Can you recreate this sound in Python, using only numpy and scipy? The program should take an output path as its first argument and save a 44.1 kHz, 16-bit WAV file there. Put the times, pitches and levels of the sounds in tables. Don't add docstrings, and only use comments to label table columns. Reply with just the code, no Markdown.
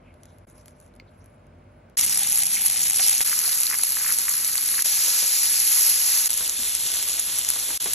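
import sys
import numpy as np
from scipy import signal
from scipy.fft import rfft, irfft, next_fast_len
from scipy.io import wavfile
from scipy.ndimage import uniform_filter1d, map_coordinates

SR = 44100
rng = np.random.default_rng(int(sys.argv[2]) if len(sys.argv) > 2 else 0)


def digitize_waveform(pressure):
    field = np.atleast_2d(pressure).T
    bounded = np.clip(field, -1, 1)
    quanta = np.round(bounded * 32767).astype(np.int16)
    wavfile.write(sys.argv[1], SR, quanta)


N = 350154

# start/s, end/s, bubbles/(1/s),
# size scatter/dB, clumping/dB, cracks/(1/s), level before flares/dB
FRYING_STAGES = [(1.97, 3.244, 3240, 2.5, 2.5, 123, -21.5), (3.242, 4.835, 5700, 2.5, 1, 80, -23),
                 (4.834, 6.286, 12000, 2, 0.5, 11, -20), (6.282, 7.939, 9900, 3, 0.37, 72, -25)]


def sizzle():
    far_gain = amp(-6)
    near = ports(frying(), spread=.06)
    far = far_gain * ports(frying(), spread=.06, side=-1)
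    return flaring(near + far) / np.hypot(1, far_gain)


def frying():
    # f/Hz, relative level/dB
    chicken = [(120, -39), (450, -28), (800, -22.5), (1250, -21.5), (2400, -13.5), (3500, -13.5),
               (4500, -10.5), (5600, -7.5), (7600, -7.5), (9200, 2), (10300, -1), (11400, -1), (12300, -17),
               (15200, -19.5)]
    mushrooms = [(120, -24.5), (450, -22.5), (800, -20.5), (1250, -14), (2400, -12), (3500, -13.5),
                 (4500, -5.5), (5600, -5.5), (7600, -3.5), (9200, -0.5), (10300, 4), (11400, 3.5),
                 (12300, -5), (15200, -30.5)]
    searing = [(120, -33), (450, -24.5), (800, -18.5), (1250, -17), (2400, -11), (3500, -11), (4500, -4),
               (5600, -3), (7600, -2), (9200, -4.5), (10300, 6), (11400, 3.5), (12300, -6.5), (15200, -17)]
    plating = [(120, -24.5), (450, -20), (800, -18.5), (1250, -17.5), (2400, -14), (3500, -7.5), (4500, -8),
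               (5600, -7), (7600, -4), (9200, -3), (10300, 1), (11400, -1), (12300, -11), (15200, -34)]
    pan = np.zeros(N)
    for stage, colour in zip(FRYING_STAGES, (chicken, mushrooms, searing, plating)):
        start, end, rate, scatter_db, clump_db, crack_rate, db = stage
        span = slice(round(start * SR), min(round(end * SR), N))
        size = span.stop - span.start
        clumps = amp(clump_db * (wobble(300, size) + .7 * wobble(55, size)))
        fizz = clumps * bubbles(rate, scatter_db, size) + .52 * rng.standard_normal(size)
        fizz = patchy(fizz, depth_db=1.3)
        fizz = unit(fizz + amp(-8) * clumps * ringing_bubbles(size))
        crack_gain = amp(19.3) * np.sqrt(crack_rate / SR)
        cracks = crack_gain * bubbles(crack_rate, scatter_db=1.7, size=size)
        pan[span] += amp(db) * unit(coloured(fizz + cracks, colour))
    return pan


def bubbles(rate, scatter_db, size, bands=7):
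    hits = rng.random(size) < rate / SR
    sizes = hits * amp(scatter_db * np.minimum(rng.standard_normal(size), 2.3))
    strengths = sizes * np.clip(rng.standard_normal((bands, size)), -2, 2)
    centres_hz = np.geomspace(500, 13000, bands)
    crossover = lambda hz: np.sqrt([np.interp(hz, centres_hz, row) for row in np.eye(bands)])
    return unit(filtered(strengths, crossover).sum(0))


def ringing_bubbles(size, rate=1200, life_cycles=26):
    when, pitch, strength = rng.random((int(rate * size / SR), 3)).T[..., None]
    hz, n = 1800 + 11000 * pitch, np.arange(SR // 70)
    cycles = hz * n / SR
    age = cycles / life_cycles
    envelope = amp(9 * strength - 30 * age) * np.sqrt(hz) * (1 - np.exp(-cycles))
    rings = envelope * np.sin(2 * np.pi * cycles * (1 + .05 * age))
    positions = (when * size).astype(int) + n
    return unit(np.bincount(positions.ravel(), rings.ravel(), size)[:size])


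def flaring(pan, fine_hz=9150):
    # peak t/s, length/s, gain/dB, extra gain above fine_hz/dB
    flares = [(1.992, 0.16, 4.5, -2.5), (2.346, 0.16, -1, 4), (2.655, 0.092, -0.5, 5.5),
              (2.857, 0.15, 1, 0.5), (3.088, 0.2, 4, 1.5), (3.3, 0.31, 3, -1), (3.5, 0.18, 2.5, 0),
              (4.078, 0.18, 1.5, 0.5), (4.757, 0.32, 2, 1.5), (5.05, 0.75, 2, -2), (5.466, 0.35, 1.5, -1),
              (5.82, 0.5, 2.5, 2), (6.133, 0.3, 2.1, 0), (6.354, 0.12, -1.5, 3), (6.415, 0.14, 0.5, 2),
              (6.535, 0.12, -2, 0), (6.667, 0.14, 2, 0.5), (6.87, 0.088, 2.5, -1), (6.975, 0.21, 2, -1),
              (7.112, .12, 1.5, 0), (7.189, 0.03, 4.5, -5), (7.235, 0.12, -3, 2), (7.45, 0.15, -1.5, -1.5),
              (7.656, .07, -1, 1)]
    humps = np.array([swell(s, length, rise=.51) for s, length, *_ in flares])
    gain_db, fine_db = np.array(flares)[:, 2:].T @ humps
    fine_fizz = filtered(pan, lambda hz: 1 - 1 / (1 + (hz / fine_hz) ** 16))
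    drift_db = .35 * wobble(12)
    return (pan + (amp(fine_db) - 1) * fine_fizz) * amp(gain_db + drift_db)


def spits():
    # t/s, relative level/dB, body below 4.5 kHz/dB
    drops = [(1.9795, -10.5, -21), (1.9942, -10, -21), (2.0118, -7, -20), (2.0477, -10, -23),
             (2.0521, -8, -23), (2.0635, -10, -21), (2.096, -11, -19), (2.174, -9, -24), (2.177, -9, -21),
             (2.2725, -11, -23), (2.3223, -8, -24), (2.3286, -8, -23), (2.3759, -8, -21),
             (2.385, -7.5, -15.5), (2.3911, -8, -24), (2.4677, -9.5, -27), (2.662, -6, -24),
             (2.7005, -9.5, -17), (2.8152, -11.5, -20), (2.8824, -12, -24), (2.8999, -12.5, -18),
             (2.9087, -11, -18), (2.9617, -10, -27), (2.9702, -10.5, -24), (2.9873, -10, -22),
             (3.1807, -9, -26), (3.2066, -10.5, -17), (3.2147, -9, -16), (3.3908, -9, -27),
             (3.6035, -10, -27), (3.6094, -9, -26), (3.6333, -9, -24), (3.7872, -9.5, -22),
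             (3.8356, -3, -15.5), (4.1293, -10, -28), (4.1871, -7, -22), (4.2945, -8, -20),
             (4.4467, -10, -21), (4.5562, -9.5, -22), (4.8226, -5, -24), (6.2588, -8, -24),
             (6.3052, -7, -25), (6.3415, -13, -26), (6.3765, -14, -20), (6.4957, -9.5, -28),
             (6.7512, -7.5, -23), (6.9175, -14, -22), (7.0275, -12, -20), (7.1958, -7, -24),
             (7.1995, -11, -20), (7.3872, -9, -22), (7.3912, -13, -18), (7.4486, -12.5, -25),
             (7.4893, -6, -25), (7.5028, -4.5, -23), (7.5373, -13.5, -17), (7.5992, -14.5, -23),
             (7.9341, -8, -22)]
    colour = [(300, -6), (1200, 2), (2500, 6), (4400, 5.5), (5500, -4), (9000, 2), (10800, 7),
              (12300, -9), (15000, -18)]
    snaps = bursts(drops, colour, t60=.003, after_db=-24, after_t60=.016, sharp=.5)
    return amp(13.3) * ports(snaps, spread=.1)


def slaps():
    # t/s, relative level/dB
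    landings = [(2.7612, -26), (2.9947, -20), (2.998, -22.5), (3.2068, -19.5), (3.211, -26)]
    # f/Hz, relative level/dB
    colour = [(150, -19), (450, -9), (900, -7), (2600, 3.5), (4200, -2), (6000, -15), (12000, -14)]
    pops = bursts(landings, colour, t60=.007, after_db=-24, after_t60=.03, sharp=1.2)
    return amp(17) * ports(pops, spread=.1)


def sputters():
    # t/s, relative level/dB
    escapes = [(3.2828, -30), (3.3165, -29), (3.3293, -22.5), (3.4478, -29), (3.4934, -31), (3.7119, -25),
               (3.7259, -24.5), (3.7335, -22), (3.7424, -24.5), (3.751, -29), (3.7942, -29), (3.9696, -25),
               (4.0, -31), (4.012, -30), (4.0466, -26.5), (4.0637, -24), (4.073, -31), (4.084, -31),
               (4.093, -27), (4.0994, -25.5), (4.106, -28), (4.116, -29), (4.2829, -20.5), (4.2998, -31),
               (4.3419, -30), (4.5537, -28), (4.5852, -30), (4.69, -32), (4.742, -29), (4.7812, -26.5),
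               (4.7914, -21.5)]
    colour = [(200, -23), (700, -14), (1200, .5), (1900, 5), (2500, -1), (3500, -21), (9000, -50)]
    pops = bursts(escapes, colour, t60=.005, after_db=-15, after_t60=.045, sharp=1.2)
    return amp(17) * ports(pops, spread=.1)


def jets():
    # t/s, relative level/dB, f/Hz, t60/s
    spurts = [(3.283, -23, 4100, .008), (3.46, -18.5, 4270, 0.015), (3.4943, -18, 4370, .008),
              (3.5302, -19, 4300, .008), (3.633, -22, 4170, 0.0089), (3.6677, -14, 4330, .007),
              (3.8326, -18, 4180, .006), (4.1865, -23, 4020, .008), (4.254, -29, 4300, .008),
              (4.3376, -20, 4330, .007), (4.4456, -22, 4150, 0.0085), (4.579, -15, 4350, 0.0091),
              (4.6884, -16.5, 4330, 0.0081), (4.7534, -22, 4080, 0.0065)]
    # multiple of its pitch, relative level/dB
    shape = [(.25, -22), (.72, -13), (1, 6), (1.2, -3), (1.6, -2), (2.2, 1), (3.1, -20)]
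    track = np.zeros(N)
    for s, db, hz, t60 in spurts:
        colour = [(multiple * hz, level) for multiple, level in shape]
        track += bursts([(s, db)], colour, t60=t60, after_db=-24, after_t60=.05, sharp=.6)
    return amp(16.8) * ports(track, spread=.19)


def hisses():
    # t/s, length/s, start f/Hz, end f/Hz, level/dB
    leaks = [(2.21, .06, 3900, 3700, -35), (2.545, 0.054, 2350, 2150, -37), (2.8, .06, 6700, 6900, -28),
             (3.005, 0.072, 4300, 5400, -26)]
    return ports(rasps(leaks), spread=.11)


def knocks():
    # t/s, ring level/dB, f/Hz, t60/s, relative thud level/dB
    contacts = [(2.211, -38, 815, 0.14, -42), (2.995, -30, 770, 0.056, -37), (3.206, -37, 805, 0.11, -44),
                (3.476, -32, 725, 0.05, -55), (4.185, -44, 560, 0.05, -41), (4.857, -41, 590, 0.044, -41.5),
                (5.079, -33, 543, 0.031, -49), (5.226, -31, 640, 0.028, -37.5),
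                (6.407, -32, 1570, 0.036, -39.5), (6.587, -40, 240, 0.12, -49),
                (7.562, -45, 330, 0.031, -39), (7.691, -48, 680, 0.03, -41.5),
                (7.705, -48, 730, 0.025, -36.5), (7.859, -29, 690, 0.034, -31.5)]
    # f/Hz, relative level/dB
    colour = [(60, -9), (115, 15), (200, 14), (800, 15), (1400, 14.5), (2500, 13.5), (5000, -77)]
    rings, t = np.zeros(N), np.arange(SR // 4) / SR
    soft_onset = 1 - np.exp(-t / .0021)
    for s, db, hz, t60, _ in contacts:
        add(rings, s, amp(db - 60 * t / t60) * np.sin(2 * np.pi * hz * t) * soft_onset)
    impacts = [(s, thud_db) for s, *_, thud_db in contacts]
    thuds = bursts(impacts, colour, t60=.0057, after_db=-8.5, after_t60=.18)
    return ports(rings + amp(25.5) * thuds, spread=.045)


def pan_ring(mode_hz=805, width_hz=55):
    t = np.arange(N) / SR
    start, end = FRYING_STAGES[0][:2]
    mode = lambda hz: 1j * hz * width_hz / (mode_hz ** 2 - hz ** 2 + 1j * hz * width_hz)
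    ring = unit(filtered(bubbles(rate=180, scatter_db=-.5, size=N), mode))
    return ports(amp(-55) * ring * (t > start) * (t < end), spread=.15)


def beef(resting_db=-80.5):
    # peak t/s, length/s, level/dB
    strokes = [(0.293, 0.35, -72), (0.49, 0.092, -59), (0.578, 0.22, -64), (0.688, 0.12, -62),
               (0.823, 0.21, -65), (1.22, 0.43, -75)]
    # t/s, relative level/dB, body below 4.5 kHz/dB
    wet_ticks = [(0.1411, -54, 6), (0.2337, -42.5, 0), (0.2556, -45, -4), (0.3846, -52, -6),
                 (0.4997, -48, -4), (0.5821, -53, 3), (0.613, -55, 3), (0.6586, -43, -5), (0.6818, -41, 4),
                 (0.7089, -53, 0), (0.8015, -44.5, -8), (0.813, -50, -8), (0.8259, -54, -6),
                 (0.8638, -52, -6), (0.878, -59, 0), (0.9393, -57, 6), (0.953, -54, -8), (0.9629, -52, 0),
                 (1.2432, -53, -6), (1.2596, -49, -6), (1.468, -60, -4), (1.8985, -57, 0)]
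    # f/Hz, relative level/dB
    tick_colour = [(500, -15), (1700, -4), (4200, -4.5), (6000, -2), (8000, -2), (11000, 6), (12300, -9),
                   (15000, -20)]
    rub_colour = [(500, -15), (2000, -9), (4200, -6), (6000, -3.5), (8000, 1), (11000, 9),
                  (12300, -18), (15000, -22)]
    crackle = bubbles(rate=6000, scatter_db=2.5, size=N) * amp(1.6 * wobble(150))
    pressure = sum(amp(db) * swell(s, length, rise=.48) for s, length, db in strokes)
    rub = unit(coloured(patchy(crackle, depth_db=3.5), rub_colour)) * (pressure + amp(resting_db))
    ticks = bursts(wet_ticks, tick_colour, t60=.005, after_db=-16, after_t60=.04, sharp=.55)
    return ports(rub + amp(17.5) * ticks, spread=.12)


def dish_tap():
    # f/Hz, relative level/dB, t60/s
    modes = [(2190, 6, 0.018), (2480, -5, 0.016), (4480, -7, 0.014), (2140, -8, 0.076)]
    track, t = np.zeros(N), np.arange(SR // 4) / SR
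    ring = sum(amp(db - 60 * t / t60) * np.sin(2 * np.pi * hz * t) for hz, db, t60 in modes)
    add(track, .9995, amp(-44) * ring)
    colour = [(800, -16), (1700, -7), (2400, 10), (3400, -6), (4500, 1), (5500, -11), (8000, -18),
              (12000, -24)]
    click = bursts([(.9993, -26.5)], colour, t60=.005, after_db=-24, after_t60=.04, sharp=1)
    return ports(track + click, spread=.2)


def squeaks():
    # t/s, length/s, start f/Hz, end f/Hz, level/dB
    slips = [(0.009, 0.15, 2730, 2090, -62.5), (0.17, 0.24, 3900, 3580, -72), (.262, .06, 6200, 5700, -70),
             (0.464, 0.17, 1100, 1050, -65), (.56, .08, 5360, 6100, -67), (.725, .07, 5930, 5750, -77),
             (1.06, .05, 4200, 4000, -69), (1.19, .05, 5600, 6270, -70)]
    return ports(rasps(slips), spread=.18)


def appliance_hum():
    # f/Hz, level/dB
    lines = [(50.5, -60), (97, -65.5), (146, -63.5), (195, -69.5), (247.6, -64.5), (352, -69.5), (603, -65),
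             (673, -79)]
    hum, t = np.zeros(N), np.arange(N) / SR
    for hz, db in lines:
        tone = np.sin(2 * np.pi * hz * t + .8 * wobble(hz ** .5))
        flutter = amp(3.5 * wobble(2 * hz ** .5))
        hum += amp(db) * unit(tone * flutter)
    return hum


def room_tone():
    # f/Hz, relative level/dB
    board_air = [(15, -23), (28, -32), (50, -14), (68, -11.5), (88, 0.5), (115, -9), (247, -12.5),
                 (385, -18), (585, -14.5), (748, -21.5), (1300, -26.5), (1520, -24.5), (1860, -31.5),
                 (2160, -28), (3620, -42.5), (4860, -45), (6070, -51), (9000, -55), (11700, -72),
                 (19800, -120)]
    stove_air = [(20, -30), (50, -3.5), (90, -3), (150, -1.5), (260, -3.5), (400, -13), (900, -27.5),
                 (3000, -39)]
    plate_air = [(20, -39), (50, 2), (75, -1.5), (120, -6), (250, -9.5), (500, -15), (3000, -67)]
    t = np.arange(N) / SR
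    noise = lambda spectrum: unit(coloured(rng.standard_normal(N), spectrum))
    chicken_s, mushrooms_s, searing_s, plating_s = (stage[0] for stage in FRYING_STAGES)
    at_board, at_plate = t < chicken_s, t > plating_s
    stove_db = curve([(2, -51), (3.2, -54), (3.3, -58), (6.3, -58)])
    air = at_board * (appliance_hum() + amp(-53.5) * noise(board_air))
    air += (~at_board & ~at_plate) * amp(stove_db) * noise(stove_air)
    air += at_plate * amp(-55.5) * noise(plate_air)
    diffuse_db = np.select([t < mushrooms_s, t < searing_s, ~at_plate], [-61, -64, -80], -58)
    colour = [(30, -22), (150, -7.5), (650, 3.5), (1200, -2.5), (2000, -20), (6000, -27), (14000, -36)]
    diffuse = amp(diffuse_db) * noise(colour)
    return air + np.array([diffuse, -diffuse])


def ports(x, spread, side=1):
    # f/Hz, phase/rad
    lead = [(2200, 0.02), (3200, .3), (3800, .62), (4400, 1.2), (4900, 3.2), (5400, 5.5), (6000, 6.28),
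            (6600, 6.85), (8000, 8.4), (8550, 9.3), (9300, 9.5), (9700, 10.05), (10600, 10.95),
            (11400, 11.7), (11900, 12.5), (13600, 12.65), (14500, 14), (15200, 15.5)]
    direct = filtered(x, lambda hz: np.exp(np.outer([.5j, -.5j], np.sign(side) * along(lead, hz))))
    t = np.arange(SR // 8) / SR
    tail = rng.standard_normal((2, len(t))) * amp(-60 * t / .08) * (t > .001)
    tail /= np.linalg.norm(tail[0])
    colour = [(600, 3), (1700, -8), (3800, 2), (6300, 8), (9000, -4), (12500, 5)]
    tail = filtered(tail, lambda hz: amp(along(colour, hz)))
    return direct + spread * signal.fftconvolve(x[None], tail, axes=1)[:, :N]


def bursts(events, spectrum, t60, after_db, after_t60, sharp=0):
    track, t = np.zeros(N), np.arange(SR // 12) / SR
    for s, db, *body in events:
        envelope = amp(-60 * t / t60) + amp(after_db - 60 * t / after_t60)
        spray = envelope * rng.standard_normal(len(t))
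        spray[0] += sharp * np.linalg.norm(spray)
        snap = coloured(spray, [(hz, level + sum(body) * (hz < 4500)) for hz, level in spectrum])
        add(track, s, amp(db) * snap / np.linalg.norm(snap))
    return track


def rasps(rows):
    track = np.zeros(N)
    for s, length, start_hz, end_hz, db in rows:
        size = int(length * SR)
        hz = np.linspace(start_hz, end_hz, size) * (1 + .14 * wobble(1800, size))
        rasp = unit(np.sin(2 * np.pi * np.cumsum(hz) / SR) * amp(3.1 * wobble(400, size)))
        add(track, s, amp(db) * rasp * np.hanning(size))
    return track


def patchy(x, depth_db, size=256):
    spectra = signal.stft(x, nperseg=size)[2]
    patches = uniform_filter1d(rng.standard_normal(spectra.shape), size=4, axis=0)
    patches = uniform_filter1d(patches, size=9, axis=1)
    return unit(signal.istft(spectra * amp(depth_db * unit(patches)), nperseg=size)[1][:len(x)])


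def coloured(x, spectrum, size=2048):
    cepstrum = irfft(np.log(amp(along(spectrum, np.fft.rfftfreq(size, 1 / SR)))))
    cepstrum[1:size // 2] *= 2
    cepstrum[size // 2 + 1:] = 0
    return signal.fftconvolve(x, irfft(np.exp(rfft(cepstrum))))[:len(x)]


def filtered(x, response):
    size = x.shape[-1]
    padded = next_fast_len(size + 8192)
    return irfft(rfft(x, padded) * response(np.fft.rfftfreq(padded, 1 / SR)), padded)[..., :size]


def wobble(rate, size=N):
    knots = rng.standard_normal(int(size * rate / SR) + 4)
    coarse = np.arange(0, size + 16, 16)
    return np.interp(np.arange(size), coarse, map_coordinates(knots, [coarse * rate / SR]))


def swell(s, length, rise):
    return np.sin(np.pi / 2 * curve([(s - rise * length, 0), (s, 1), (s + (1 - rise) * length, 0)])) ** 2


def curve(rows):
    return np.interp(np.arange(N) / SR, *np.transpose(rows))


def along(points, hz):
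    freqs, values = np.transpose(points)
    return np.interp(np.log(hz + 1), np.log(freqs + 1), values)


def add(track, s, sound):
    part = track[max(round(s * SR), 0):][:len(sound)]
    part += sound[:len(part)]


def amp(db):
    return 10 ** (np.asarray(db) / 20)


def unit(x):
    return x / np.sqrt(np.mean(x ** 2) + 1e-20)


def scene():
    # start/s, end/s, gain/dB
    cuts = [(.453, .469, -25), (1.959, 1.968, -25), (3.238, 3.248, -12), (4.829, 4.845, -14),
            (6.279, 6.29, -16), (7.778, 7.8, -24)]
    t = np.arange(N) / SR
    dip_db = sum(db * ((t > start) & (t < end)) for start, end, db in cuts)
    dips = amp(uniform_filter1d(dip_db, size=220))
    pan = sizzle() + pan_ring() + spits() + slaps() + hisses() + sputters() + jets()
    return dips * (pan + knocks() + beef() + squeaks() + dish_tap() + room_tone())


def record(dry, ceiling=.9, top_hz=15700):
    rounded = dry / (1 + np.abs(dry / ceiling) ** 8) ** (1 / 8)
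    return filtered(rounded, lambda hz: hz < top_hz)


dry = scene()
out = record(dry)
digitize_waveform(out)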